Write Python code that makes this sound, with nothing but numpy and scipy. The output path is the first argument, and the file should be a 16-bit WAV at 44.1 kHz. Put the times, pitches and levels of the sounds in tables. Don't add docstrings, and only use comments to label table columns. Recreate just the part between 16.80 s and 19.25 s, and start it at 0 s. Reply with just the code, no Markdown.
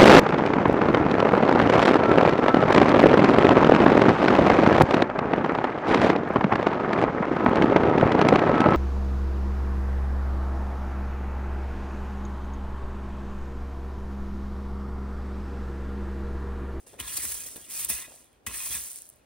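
import sys
import numpy as np
from scipy import signal
from scipy.fft import rfft, irfft, next_fast_len
from scipy.io import wavfile
from scipy.ndimage import map_coordinates

SR = 44100
rng = np.random.default_rng(int(sys.argv[2]) if len(sys.argv) > 2 else 0)


def generate_wav(sig):
    pcm = np.round(np.clip(np.atleast_2d(sig).T, -1, 1) * 32767).astype(np.int16)
    wavfile.write(sys.argv[1], SR, pcm)


def natural_amplitude(level_db):
    exponent = np.asarray(level_db, float) / 20
    return 10 ** exponent


N = 108045

# (frequency [Hz], level [dB])
STONE_SPECTRUM = [(600, -18.5), (2000, -13.5), (4500, -9.5), (6200, -3), (8200, 2.5), (12000, -1),
                  (14500, 0.5), (15700, -2.5)]
# (frequency [Hz], bandwidth [Hz], level [dB])
TINE_MODES = [(1023, 72, 0), (1378, 94, -4.5), (1660.6, 28.4, 4.5), (1939, 167, 0.5), (2520, 71, 4.5),
              (2750, 12, 5), (2890, 38, 4.5), (3268, 41, 2.5), (3594, 89, 1), (4100, 155, -4),
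              (5000, 530, -18), (2400, 1800, -12.5)]


def unit(x):
    return x / np.sqrt(np.mean(x ** 2) + 1e-20)


def along(points, hz):
    f, v = np.transpose(points)
    return np.interp(np.log(hz + 1), np.log(f + 1), v)


def curves(rows):
    s, *cols = np.transpose(rows)
    return [np.interp(np.arange(N) / SR, s, c) for c in cols]


def wobble(rate):
    return map_coordinates(rng.standard_normal(1000), [np.arange(N) * rate / SR])


def filtered(x, response):
    m = next_fast_len(N + SR // 2)
    return irfft(rfft(x, m) * response(np.fft.rfftfreq(m, 1 / SR)), m)[..., :N]


def coloured(x, spectrum):
    return unit(filtered(x, lambda hz: natural_amplitude(along(spectrum, hz))))


def resonance(f, centre, width, db):
    return natural_amplitude(db) * 1j * f * width / (centre * centre - f * f + 1j * f * width)


def bursts(events, rise_s, t60):
    out = np.zeros(N + SR)
    t = np.arange(SR // 4) / SR
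    for s, db in events:
        out[round(s * SR):][:len(t)] += natural_amplitude(db - 60 * t / t60) * (1 - np.exp(-t / rise_s))
    return out[:N]


def scattered(grains):
    count, length = grains.shape
    at = (rng.random((count, 1)) * N).astype(int) + np.arange(length)
    return unit(np.bincount(at.ravel(), grains.ravel(), N + length)[:N])


def ports(x, alike):
    # (frequency [Hz], phase [rad])
    lead_points = [(0, 0), (1550, 1.05), (2350, 0), (4800, 0), (5400, 1.9), (6500, 2.15), (9600, 6.28),
                   (15800, 12.5)]
    # (frequency [Hz], level [dB])
    tilt_points = [(300, -1), (1000, 2), (1900, 4), (2500, -2), (4600, -3.5), (5000, 0), (5700, -5),
                   (7900, 0)]
    z = signal.stft(x, nperseg=128)[2]
    z = z * np.exp(2j * np.pi * rng.random(z.shape))
    other = np.sqrt(2) * signal.istft(z, nperseg=128)[1][:N]
    side = np.array([[1], [-1]])

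    def turn(hz):
        return np.arccos(np.clip(along(alike, hz), 0, 1)) / 2

    def port(hz):
        lead = np.interp(hz, *np.transpose(lead_points))
        return natural_amplitude(side * along(tilt_points, hz) / 2) * np.exp(.5j * side * lead)

    first, second = (x, other) if x.ndim == 1 else x
    shared = filtered(first, lambda hz: port(hz) * np.cos(turn(hz)))
    diffuse = filtered(second, lambda hz: side * port(hz) * np.sin(turn(hz)))
    return shared + diffuse


def outdoor_air():
    # (frequency [Hz], level [dB])
    air_spectrum = [(18, -46.5), (30, -14.5), (382, -19), (596, -12.5), (698, -16.5), (883, -18),
                    (15800, -46.5)]
    return natural_amplitude(-67) * coloured(rng.standard_normal((2, N)), air_spectrum)


def ground():
    # (time [s], rumble level [dB], rustle over rumble [dB])
    load = [(0.0, -77, 7.5), (0.2, -56, 2), (0.25, -54, -9), (0.94, -65.5, 2), (1.14, -52.5, -7.5),
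            (1.31, -71, 3), (1.62, -72.5, 2.5), (1.7, -51.5, -5), (1.83, -63, -4), (1.9, -49, -7.5),
            (2.09, -71, 0.5), (2.45, -68, -1.5)]
    # (frequency [Hz], level [dB])
    soil_spectrum = [(120, -19), (220, 4), (450, 2), (750, -3), (1200, -40), (2500, -48)]
    # (frequency [Hz], level [dB])
    rumble_spectrum = [(22, -50), (38, -17), (54, -1), (90, -8.5), (150, -11.5), (250, -34.5)]
    low_db, soil_db = curves(load)
    soil_lumps_db, low_lumps_db = 2 * wobble(30), 2 * wobble(18)
    soil = coloured(rng.standard_normal((2, N)), soil_spectrum)
    low = coloured(rng.standard_normal((2, N)), rumble_spectrum)
    return natural_amplitude(low_db + soil_db + 0.5 + soil_lumps_db) * soil + natural_amplitude(low_db - 1.0 + low_lumps_db) * low


def shower(count, spread_db, life_s):
    g = rng.random((count, 2))
    t = np.arange(160) / SR
    size_db = spread_db * np.minimum(-np.log(1 - g[:, :1]), 3)
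    decay_s = life_s * (.3 + g[:, 1:])
    return scattered(natural_amplitude(size_db - 60 * t / decay_s) * rng.standard_normal((count, len(t))))


def clinks(count, middle_hz, octaves, life_s):
    g = rng.standard_normal((count, 3))
    t = np.arange(700) / SR
    hz = np.clip(middle_hz * 2 ** (octaves * g[:, :1]), 900, 15600)
    decay_s = life_s * np.exp(.4 * g[:, 2:])
    return scattered(natural_amplitude(2.5 * g[:, 1:2] - 60 * t / decay_s) * np.sin(2 * np.pi * hz * t))


def scraping(x):
    swap_db, buried = 3.5, 1.7
    centre, width, db = np.transpose(TINE_MODES)[..., None]
    width = np.where(width < 1000, buried * width, width)
    modes = filtered(x, lambda f: resonance(f, centre, width, db))
    touch_db = swap_db * np.array([wobble(26) for _ in TINE_MODES]) * (width < 1000)
    sign = (-1) ** np.arange(len(TINE_MODES))[:, None]
    return unit(np.sum(modes * natural_amplitude(touch_db) * sign, axis=0))


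def gravel():
    # (time [s], stone shower level [dB], tine contact over the shower [dB])
    settle = [(0, -61.5, -28), (.06, -72.5, -3), (.07, -53.5, -8.5), (.176, -68, 2), (.185, -63, -15)]
    pull = [(.186, -59.5, 4), (0.199, -41.5, 5), (.222, -50.5, 3), (.28, -42, -5), (.44, -37, -11),
            (.6, -42, -11.5), (.74, -49, -14.5), (.88, -53, -3)]
    push = [(0.88, -56.5, -2), (0.903, -43, -12), (1.0, -35, -12.5), (1.045, -39.5, -5.5),
            (1.052, -41.5, -5), (1.06, -43.5, -1), (1.081, -49, -5)]
    rebound = [(1.085, -39, -10.5), (1.097, -31, -7), (1.126, -35.5, -8), (1.22, -46, -4.5),
               (1.28, -56.5, -3), (1.35, -54.5, -11.5), (1.561, -78.5, 4.5), (1.655, -95, -0.5)]
    second_pull = [(1.659, -92, -13.5), (1.666, -33, -3.5), (1.69, -48, 0), (1.77, -39, -5),
                   (1.88, -40, -10), (1.948, -39, -4.5), (2.06, -42.5, -18.5), (2.2, -51.5, -24),
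                   (2.45, -81, 6)]
    # (time [s], swell [dB], half length [s])
    surges = [(0.279, 3.5, 0.0069), (0.295, 3, 0.0036), (.342, 4, 0.0061), (0.358, 1.5, .004),
              (0.373, 8, 0.0093), (0.434, 2.5, 0.0072), (0.445, 0.5, 0.0043), (0.45, 1, 0.0043),
              (.505, 2.5, 0.011), (0.521, 2.5, 0.0059), (0.549, 5, 0.0054), (0.668, 5.5, 0.0071),
              (0.947, 0, 0.0043), (1.137, -1.5, .005), (1.153, 1, .006), (1.18, 2.5, 0.0088),
              (1.224, 2.5, 0.007), (1.746, 2.5, 0.011), (1.808, -0.5, 0.0039), (1.864, 4, 0.013),
              (1.895, 1, 0.0072), (1.93, 3.5, 0.023), (1.956, 3, 0.012)]
    flow_db, dig_db = curves(np.vstack([settle, pull, push, rebound, second_pull]))
    t = np.arange(N) / SR
    jolt_db = .4 * wobble(34) + .7 * wobble(75)
    for s, db, half_s in surges:
        jolt_db = jolt_db + db * np.exp(-((t - s) / half_s) ** 2)

    cracks = shower(count=9000, spread_db=6.0, life_s=0.0011)
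    hiss = natural_amplitude(3.5) * rng.standard_normal(N)
    grit = coloured(cracks + hiss, STONE_SPECTRUM)
    grit = grit + natural_amplitude(-12.5) * clinks(count=5000, middle_hz=10040, octaves=.45, life_s=0.011)
    sharp_db = 0.33 * (flow_db + 35)
    fine = filtered(grit, lambda hz: 1 / (1 + (12000 / (hz + 1)) ** 8))
    stones = natural_amplitude(flow_db + 6 + jolt_db) * (grit + (natural_amplitude(sharp_db) - 1) * fine)

    scrape = scraping(shower(count=4000, spread_db=2.0, life_s=0.0016))
    return stones + natural_amplitude(flow_db + dig_db - 1 + 0.66 * jolt_db) * scrape


def loose_stones():
    # (time [s], peak level
    # [dB])
    tick_times = [(.902, -30), (1.0478, -12), (1.0495, -16), (1.051, -19), (1.0535, -25), (1.0578, -26),
                  (1.0895, -19), (1.0925, -21), (1.1012, -14), (1.1032, -15), (1.1228, -20), (1.41, -48),
                  (1.444, -43), (1.53, -50), (.605, -27), (.714, -32), (2.0005, -27), (2.025, -27),
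                  (2.0388, -22), (2.061, -27), (2.0855, -27), (2.1095, -23), (2.1165, -25), (2.132, -30),
                  (2.144, -30), (2.1595, -23), (2.167, -30), (2.176, -30), (2.188, -33), (2.22, -25),
                  (2.238, -42), (2.255, -38), (2.267, -40), (2.28, -42), (2.2905, -32), (2.30, -33),
                  (2.329, -46), (2.338, -44), (2.36, -44), (2.388, -54)]
    # (time [s], peak level [dB], frequency [Hz])
    knock_times = [(.069, -49.5, 484), (.131, -45, 420), (0.139, -48, 550), (.18, -50, 527),
                   (.186, -55, 263), (.382, -43, 310), (.44, -43.5, 255), (0.498, -45, 426),
                   (.551, -47.5, 428), (.659, -49.5, 592), (.717, -55, 425), (0.759, -39, 220),
                   (.777, -44, 480), (1.101, -37, 242), (1.112, -42.5, 634), (1.279, -43.5, 610),
                   (1.305, -53.5, 900), (1.319, -45, 600), (1.34, -53, 670), (1.36, -56, 650),
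                   (1.372, -57, 670)]
    tick_spectrum = [(2500, -27), (5000, -14), (8000, 6), (14000, 1.5)]  # (Hz, dB)
    soft_spectrum = [(130, -8), (250, 0.5), (700, 2.5), (1200, -9.5), (2500, -19)]  # (Hz, dB)
    blow = np.sign(rng.standard_normal(N)) * bursts(tick_times, rise_s=.00005, t60=.004)
    ticks = filtered(blow, lambda hz: natural_amplitude(along(tick_spectrum, hz)))

    t = np.arange(N) / SR
    hollow = np.zeros(N)
    for s, db, hz in knock_times:
        hollow += bursts([(s, db)], rise_s=.001, t60=.028) * np.sin(2 * np.pi * hz * (t - s))
    soft = bursts([k[:2] for k in knock_times], rise_s=0.00066, t60=0.048)
    soft = soft * coloured(rng.standard_normal(N), soft_spectrum)
    return natural_amplitude(-1) * ticks + natural_amplitude(1) * (hollow + natural_amplitude(-4) * soft)


def pings():
    # (time [s], peak level [dB], frequency [Hz], t60 [s])
    struck = [(0.199, -30, 2950, 0.039), (.2, -30, 3227, 0.036), (.272, -41, 3540, 0.068),
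              (.286, -41, 2500, 0.064), (.292, -43, 2850, 0.11), (.325, -45, 4650, .15),
              (.374, -34, 4630, .06), (.376, -49, 2505, .06), (.549, -49, 4540, 0.066),
              (0.654, -46.5, 3270, 0.1), (.955, -42, 2477, .08), (1.103, -38, 2520, 0.12),
              (1.108, -41, 1987, .15), (1.15, -38.5, 2540, 0.066), (1.17, -40, 2750, 0.1),
              (1.186, -47.5, 2050, 0.18), (1.24, -48.5, 2507, 0.19), (1.238, -42.5, 1980, 0.083),
              (1.247, -55.5, 3760, .2), (1.285, -58, 2730, 0.15), (1.668, -36.5, 1990, .1),
              (1.673, -39.5, 2567, 0.14), (1.739, -35, 2550, .05), (1.803, -41, 2497, 0.12),
              (1.909, -37, 3300, 0.098), (1.953, -42.5, 3546, 0.15)]
    t = np.arange(N) / SR
    out = np.zeros(N)
    for s, db, hz, t60 in struck:
        out += bursts([(s, db)], rise_s=0.0017, t60=t60) * np.sin(2 * np.pi * hz * t)
    return out


def steel(x):
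    def head(f):
        return sum((-1) ** k * resonance(f, *mode) for k, mode in enumerate(TINE_MODES))

    return filtered(x, head)


def thud():
    start_hz, end_hz, sag_s = 120, 50, .016
    t = np.arange(SR // 3) / SR
    cycles = end_hz * t + (start_hz - end_hz) * sag_s * (1 - np.exp(-t / sag_s))
    wave = natural_amplitude(-60 * t / .26) * np.sin(2 * np.pi * cycles)
    shaft = natural_amplitude(2 - 60 * t / 0.061) * np.sin(2 * np.pi * 219 * t)
    return (1 - np.exp(-t / 0.0042)) * (wave + shaft)


def blows():
    # (time [s], crack level [dB], ring over crack [dB], thud over crack [dB], loudest ring [Hz])
    landings = [
        (0.2002, -25, -15, -21.5, 3080),
        (0.3693, -28, -5, -37, 4630),
        (0.451, -28, -3.5, -25.5, 2010),
        (0.758, -26.5, -13.5, -49, 3950),
        (1.1006, -25.5, -12, -25, 2570),
        (1.6669, -23.5, -10, -22, 2010),
        (1.9439, -24.5, -14, -29.5, 3450),
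    ]
    s, db = np.transpose(landings)[:2]
    crack = coloured(shower(count=7000, spread_db=10.0, life_s=0.004), STONE_SPECTRUM)
    out = np.zeros(N + SR)
    out[:N] = bursts(zip(s, db - 5), rise_s=0.00067, t60=0.071) * crack
    head, soil = unit(steel(rng.standard_normal(N))), thud()
    for at, level, ring_db, thud_db, hz in landings:
        ring = unit(filtered(head, lambda f: 0.28 + 1 / (1 + ((f - hz) / 250) ** 2)))
        out[:N] += bursts([(at, level + ring_db - 6)], rise_s=0.0016, t60=0.066) * ring
        out[round((at + .004) * SR):][:len(soil)] += natural_amplitude(level + thud_db + 8.5) * soil
    return out[:N]


def scene():
    # (frequency [Hz], likeness [0..1])
    near_alike = [(60, .97), (150, .9), (600, .72), (2400, .87), (4300, .72), (5100, .4), (5900, .74),
                  (9000, .85)]
    # (frequency [Hz], likeness [0..1])
    air_alike = [(60, 0.8), (200, 0.17), (600, 0.033), (9000, 0.24)]
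    rake = gravel() + blows() + pings() + loose_stones()
    return ports(rake, near_alike) + ports(ground(), near_alike) + ports(outdoor_air(), air_alike)


def roll_off(x):
    return signal.sosfilt(signal.butter(12, 16810, fs=SR, output="sos"), x)


def record(dry):
    x = filtered(dry, lambda hz: 1 / (1 + (hz / 15850) ** 120))
    mid_side = np.array([x[0] + x[1], x[0] - x[1]]) / 2
    hz, _, z = signal.stft(mid_side, SR, nperseg=2048)
    power = np.abs(z[:, :-1]).reshape(2, 64, 16, -1) ** 2
    power = np.repeat(power.mean(axis=2), 16, axis=1)
    power = np.pad(power, ((0, 0), (0, 1), (0, 0)))
    mask_db = -10
    keep = (power > power[::-1] * natural_amplitude(2 * mask_db)) | (hz < 2100)[:, None]
    mid, side = signal.istft(z * keep, SR, nperseg=2048)[1][:, :N]
    return roll_off(np.array([mid + side, mid - side]))


dry = scene()
out = record(dry)
generate_wav(out)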